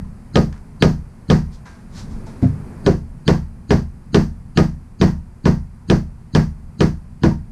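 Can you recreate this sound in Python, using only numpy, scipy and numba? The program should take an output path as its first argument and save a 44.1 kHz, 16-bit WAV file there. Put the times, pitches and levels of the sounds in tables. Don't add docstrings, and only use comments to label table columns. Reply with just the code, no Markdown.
import sys
import numpy as np
from scipy import signal
from scipy.fft import rfft, irfft
from scipy.io import wavfile
from scipy.ndimage import uniform_filter1d
from numba import njit

SR = 44100
rng = np.random.default_rng(int(sys.argv[2]) if len(sys.argv) > 2 else 0)


def invert_db(x):
    u = np.asarray(x, float) / 20
    return 10 ** u


def output_pcm(signal):
    pcm = np.clip(np.atleast_2d(signal).T, -1, 1) * 32767
    wavfile.write(sys.argv[1], SR, np.round(pcm).astype(np.int16))


N = 331584
TAIL = int(0.9 * SR)
LEAD = int(0.04 * SR)


def level(x, db=0):
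    return x * invert_db(db) / np.sqrt(np.mean(x ** 2))


def on_log(hz, table):
    f, v = np.transpose(table)
    return np.interp(np.log(np.maximum(hz, 1)), np.log(f), v)


def band(x, lo_hz, hi_hz, table=((1, 0), (2, 0))):
    hz = np.arange(len(x) // 2 + 1) * SR / len(x) + 0.0012
    edges = 1 / np.sqrt((1 + (lo_hz / hz) ** 8) * (1 + (hz / hi_hz) ** 8))
    return irfft(rfft(x) * edges * invert_db(on_log(hz, table)), len(x))


def add(track, sound, s):
    i = int((s + 1) * SR)
    track[i:i + len(sound)] += sound


def mallet():
    # time in seconds, strength in dB, hardness in dB (how flat the face lands), handle ring in dB.
    blows = [(0.355, -0.5, 4, 1.5), (0.822, 0, 8, 2.5), (1.2992, 1, 1.5, 0.5), (2.8615, -2, -2.5, 4.5),
             (3.277, -0.5, 3, 0), (3.7047, 0, -1.5, 0.5), (4.1435, .5, 3.5, .5), (4.5722, -0.5, 2.5, 0.5),
             (5.012, 0.5, 0, 1), (5.4535, .5, -8.5, -1), (5.898, -1, 0.5, 0), (6.348, 0.5, -1, -1.5),
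             (6.8046, -1, 0.5, -1), (7.2328, -.5, -9.5, -2)]
    # frequency in Hz, level in dB, t60 in seconds.
    thump_modes = [(98, -5, 0.29), (110.9, -5.5, 0.21), (132.66, -3.5, 0.37), (157.16, 2, 0.33),
                   (185.14, 2.5, 0.29), (221.76, -0.5, 0.31), (247, -4, 0.25), (281.9, -6.5, 0.16)]
    # frequency in Hz, level in dB, t60 in seconds.
    deep_modes = [(34.4, -2, 0.79), (53.35, -6, 0.72), (69.15, -6, 0.88), (75.5, 8, 0.41), (81, -9.5, 0.99)]
    # frequency in Hz, level in dB, t60 in seconds.
    handle_modes = [(299.7, -7, 0.29), (327.8, 4.5, 0.19), (365, -4, 0.189), (403, 0.5, 0.16),
                    (495.7, -4.5, 0.17), (566.6, -7, 0.15), (628.7, -9, 0.16), (749, -15.5, 0.16)]
    # frequency in Hz, level in dB, t60 in seconds.
    steel_modes = [(930, -13, 0.35), (1133, -8.5, .2), (1242, -5, 0.18), (1460, 0.5, 0.11),
                   (1584, -14, .28), (1882, -11.5, 0.28), (5150, -29.5, 0.27), (8750, -30.5, .25),
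                   (12882, -35.5, .3)]
    earlier_blow = (-0.11, -5, -33, -11)
    sizzle_hz = 10500

    track = np.zeros(N + 3 * SR)
    room = rng.standard_normal(TAIL // 2)
    for s, force_db, hard_db, handle_db in [earlier_blow, *blows]:
        s += 0.002
        mid_db = force_db + 0.056 * hard_db
        treble_db = force_db + 0.32 * hard_db
        noise = room + 0.78 * rng.standard_normal(TAIL // 2)

        thump = ring(thump_modes, detune=0.0076, scatter_db=1.65, rise_s=0.0042, focus_s=0.002)
        add(track, -invert_db(force_db - 7) * thump, s + 0.0025)
        add(track, invert_db(force_db - 17) * thump[:900] * np.hanning(900), s - 0.015)
        deep = ring(deep_modes, detune=0.0036, scatter_db=1.0, rise_s=0.011)
        add(track, invert_db(force_db - 17.5) * deep, s)

        low_tail = reverberation(noise, 250, 580, 0.0042, patchy_db=2.0)
        add(track, invert_db(handle_db - 19.5) * low_tail, s)
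        knock = ring(handle_modes, detune=0.011, scatter_db=3.0, rise_s=0.0042)
        add(track, invert_db(handle_db - 14.5) * knock, s + 0.0023)

        mid_tail = reverberation(noise, 603, 2400, 0.0013, patchy_db=0.5)
        add(track, invert_db(mid_db - 24.5) * mid_tail, s)
        treble_tail = reverberation(noise, 2440, sizzle_hz, 0.0013, patchy_db=0.3)
        add(track, invert_db(treble_db - 33.5) * treble_tail, s)
        sizzle = reverberation(noise, sizzle_hz, 15500, 0.03, patchy_db=1.0)
        add(track, invert_db(treble_db - 65) * sizzle, s)

        steel = ring(steel_modes, detune=0.00067, scatter_db=4.5, rise_s=0.0026)
        add(track, invert_db(mid_db - 26.5) * steel, s)
        add(track, invert_db(hard_db + 10) * slap(hard_db), s - LEAD / SR)
    return track[SR:SR + N]


def slap(hard_db):
    # frequency in Hz, level in dB per Hz.
    slap_spectrum = [(300, 15), (1000, -1.5), (2000, -3.5), (3000, -1), (4800, -6), (6000, -17.5),
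                     (9000, -23.5), (11000, -45), (13500, -36.5), (15000, -37)]
    # delay in seconds, level in dB.
    echoes = [(.0012, -13.5), (.0028, -8.5), (.007, -7), (0.0119, -14.5), (0.015, -10)]
    # frequency in Hz, level in dB, t60 in seconds.
    face_modes = [(1500, -24, .008), (2900, -22, .007), (3600, -26, .006), (4400, -22, .007),
                  (5000, -25, .006)]
    smear_hz = (1500, 2900, 4300, 4900, 6600, 8700)
    smear_db = (-42.5, -50, -36, -41.5, -26.5, -30)

    t = (np.arange(2 * LEAD + TAIL // 8) - LEAD) / SR

    def crackle():
        grit = 0.12 * rng.standard_normal(len(t)) * (t >= 0) * np.exp(-np.abs(t) / 0.001)
        return grit - (t == 0)

    out = crackle()
    face = ring(face_modes, detune=0.06, scatter_db=3, rise_s=0.0001)
    out[LEAD:] += 0.7 * face[:len(t) - LEAD]
    for delay_s, db in echoes:
        out = out + invert_db(db + 2 * rng.standard_normal()) * np.roll(crackle(), int(delay_s * SR))

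    before = rfft(rng.standard_normal(len(t)) * (t < 0) * np.exp(-(t / 0.015) ** 2))
    hz = np.arange(len(t) // 2 + 1) * SR / len(t)
    smear = 0
    for f, db in zip(smear_hz, smear_db):
        narrow = irfft(before * np.exp(-((hz - f) / 450) ** 4), len(t))
        smear = smear + invert_db(db + 3 * rng.standard_normal()) * narrow
    smear_gain_db = (0.6 - 1) * hard_db
    return band(out + invert_db(smear_gain_db) * smear, 250, 16000, slap_spectrum)


def ring(modes, detune, scatter_db, rise_s, focus_s=0):
    hz, db, t60 = np.transpose(modes)[:, :, None]
    t = np.arange(TAIL) / SR
    jitter = rng.standard_normal((2, len(modes), 1))
    decay = invert_db(db + scatter_db * jitter[0] - 60 * t / t60)
    waves = decay * np.sin(2 * np.pi * hz * (1 + detune * jitter[1]) * (t - focus_s))
    fade = np.cos(np.pi / 2 * np.arange(TAIL) / TAIL)
    return waves.sum(0) * (1 - np.exp(-t / rise_s)) * fade


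def reverberation(noise, lo_hz, hi_hz, build_s, patchy_db):
    # frequency in Hz, level in dB per Hz.
    tail_spectrum = [(240, -10), (400, -2), (593, -11.5), (723, -8.5), (907, -11.5), (1500, -20),
                     (1640, -18), (2430, -26), (3770, -33), (5860, -28), (7810, -41.5), (9090, -40.5),
                     (10900, -56), (13300, -45), (15000, -72)]
    # frequency in Hz, t60 in seconds.
    tail_t60 = [(300, 0.14), (740, 0.24), (1940, 0.23), (5120, 0.26), (13500, 0.34)]
    # frequency in Hz, width in Hz, level in dB.
    body = [(1048, 110, 3.5), (1600, 150, 7), (1950, 390, 4), (4600, 1100, 5.5), (5540, 490, -1.5),
            (8760, 600, -1), (12900, 250, 5.5)]
    bend = 1.052

    t = np.arange(len(noise)) / SR
    built = noise * (1 - np.exp(-t / build_s))
    out = 0
    for centre_hz in lo_hz * 2 ** np.arange(0, np.log2(hi_hz / lo_hz) + 1 / 3, 1 / 3):
        fading = built * invert_db(-60 * (t / on_log(centre_hz, tail_t60)) ** bend)
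        part = band(fading, centre_hz / 2 ** (1 / 6), centre_hz * 2 ** (1 / 6))
        out = out + invert_db(patchy_db * rng.standard_normal()) * part

    hz = np.arange(len(t) // 2 + 1) * SR / len(t)
    body_db = sum(db / (1 + (2 * (hz - f) / width_hz) ** 2) for f, width_hz, db in body)
    out = irfft(rfft(band(out, lo_hz, hi_hz, tail_spectrum)) * invert_db(body_db), len(t))
    fade = np.cos(np.pi / 2 * t / t[-1])
    return out / np.sqrt(np.mean(out[:LEAD] ** 2)) * fade


def knocks():
    # frequency in Hz, level in dB, t60 in seconds.
    set_down_modes = [(71, -5.5, 0.49), (99.5, 3, 0.32), (126, 6.5, 0.23), (150, -5, 0.61),
                      (183, 5.5, 0.14), (214, -25, 0.22), (254.6, 4.5, 0.168), (286, 0.5, 0.079),
                      (384, -16, .2), (446, -17, 0.245), (520, -10, 0.11), (576, -16, 0.16),
                      (686, -17, 0.15)]
    # start in seconds, frequency in Hz, level in dB, t60 in seconds.
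    taps = [
        (.047, 999.5, -46, 0.11),
        (0.527, 1650, -46, .08),
        (1.66, 990, -44, .15),
        (1.665, 1210, -58, 0.23),
        (1.664, 1600, -48.5, 0.52),
        (2.268, 660, -39, 0.13),
        (2.268, 880, -36, 0.08),
        (2.27, 1090, -53, 0.092),
        (7.313, 930, -28, 0.095),
    ]
    track = np.zeros(N + 3 * SR)
    set_down = ring(set_down_modes, detune=0, scatter_db=1.5, rise_s=0.0057)
    add(track, -invert_db(-9) * set_down, 2.4265)
    for s, hz, db, t60 in taps:
        modes = [(hz, db, t60), (0.93 * hz, db - 6, t60 / 2)]
        add(track, ring(modes, detune=0, scatter_db=0, rise_s=0.001), s)
    return track[SR:SR + N]


def hands():
    # peak in seconds, rise in seconds, fall in seconds, mid level in dB, treble level in dB.
    rubs = [(.05, 0.0078, 0.029, -66, -71), (0.527, .0003, 0.0016, -38, -48),
            (.564, .0003, 0.0017, -46, -60), (.578, .0003, .0015, -51, -55),
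            (.53, 0.0027, 0.044, -50.5, -60), (1.548, 0.027, 0.027, -65, -54),
            (1.658, 0.0035, 0.085, -45.5, -53.5), (1.995, 0.047, 0.039, -46.5, -44),
            (2.12, 0.023, 0.093, -69, -59.5), (2.271, 0.01, 0.075, -53.5, -56),
            (2.429, 0.0072, 0.048, -41, -50.5)]

    def grain(centre_hz, width_hz):
        grit = invert_db(rng.standard_normal(N // 64 + 1)).repeat(64)[:N]
        noise = rng.standard_normal(N) * grit
        return level(band(noise, centre_hz - width_hz / 2, centre_hz + width_hz / 2))

    t = np.arange(N) / SR
    mid, treble = grain(1300, 1300), grain(4900, 2400)
    out = 0
    for s, rise_s, fall_s, mid_db, treble_db in rubs:
        swell = np.exp(-((t - s) / rise_s) ** 2)
        shape = np.where(t < s, swell, np.exp(-np.abs(t - s) / fall_s))
        out = out + shape * (invert_db(mid_db) * mid + invert_db(treble_db) * treble)
    return out


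def background():
    # time in seconds, bustle in dB.
    bustle = [(0, 2.5), (.4, 4.5), (1.0, 2), (1.5, 3.5), (1.9, 5), (2.14, 12), (2.3, 13.5), (2.45, 13.5),
              (2.66, 13), (2.85, 14), (3.02, 2), (3.9, -1.5), (4.2, -0.5), (5.0, -2), (6.1, -2), (6.45, -1),
              (7.52, -2.5)]
    # frequency in Hz, level in dB per Hz.
    room_spectrum = [(12, -30.5), (20, 7), (38, -5), (113, -3), (235, -6.5), (294, -21), (361, -19),
                     (542, -26.5), (736, -26.5), (978, -26), (1130, -29), (2600, -38.5), (3380, -76),
                     (5720, -120)]
    # frequency in Hz, level in dB per Hz.
    hiss_spectrum = [(1410, -39.5), (2400, 1.5), (3360, -6), (3690, -7), (4740, -1.5), (5460, -5),
                     (6800, -5.5), (9750, -2), (13800, -16.5), (15600, -27)]
    rest_db = (-39.5, -54, -58.5, -67)
    follows = (.45, 1.02, 0.64, .45)

    bustle_db = np.interp(np.arange(N) / SR, *np.transpose(bustle))
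    bands = [(18, 250, room_spectrum), (250, 550, room_spectrum),
             (550, 2500, room_spectrum), (2500, 15800, hiss_spectrum)]
    layers = []
    for part, db, share in zip(bands, rest_db, follows):
        air = level(band(rng.standard_normal(N), *part))
        layers.append(air * invert_db(db + share * bustle_db))
    hold = int(0.15 * SR)
    swell = uniform_filter1d(np.repeat(rng.standard_normal(200), hold)[:N], size=hold)
    return layers[0] * invert_db(2.5 * swell) + sum(layers[1:])


def scene():
    return (mallet() + knocks() + hands() + background())[None]


@njit
def follow(x, attack, release):
    out, e = np.empty(len(x)), 1e-6
    for i in range(len(x)):
        e += (abs(x[i]) - e) * (attack if abs(x[i]) > e else release)
        out[i] = e
    return out


def sparse_top(x):
    edges_hz, floor_db = (13000, 13700, 14400, 15100, 16000), (-93, -95, -98, -96)
    hz, spectrum = np.arange(N // 2 + 1) * SR / N, rfft(x)
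    for lo_hz, hi_hz, db in zip(edges_hz, edges_hz[1:], floor_db):
        part = irfft(spectrum * ((hz >= lo_hz) & (hz < hi_hz)), N)
        faint = uniform_filter1d(part ** 2, size=1024) < invert_db(db) ** 2
        x = x - part * uniform_filter1d(1.0 * faint, size=512)
    return x


def roll_off(x):
    return signal.sosfilt(signal.butter(12, 15920, fs=SR, output="sos"), x)


def record(dry):
    limit_db, limit_ratio, attack_s, release_s = -6, 2.5, 0.0038, 0.046
    loud = follow(dry[0], 1 / (attack_s * SR), 1 / (release_s * SR))
    gain = np.minimum(1, invert_db(limit_db) / loud) ** (1 - 1 / limit_ratio)
    rounded = 0.97 * np.tanh(dry[0] * gain / 0.88)
    top_cut = signal.ellip(10, 0.3, 60, 15400, fs=SR, output="sos")
    mix = sparse_top(signal.sosfilt(top_cut, rounded))
    return roll_off(mix[None])


dry = scene()
out = record(dry)
output_pcm(out)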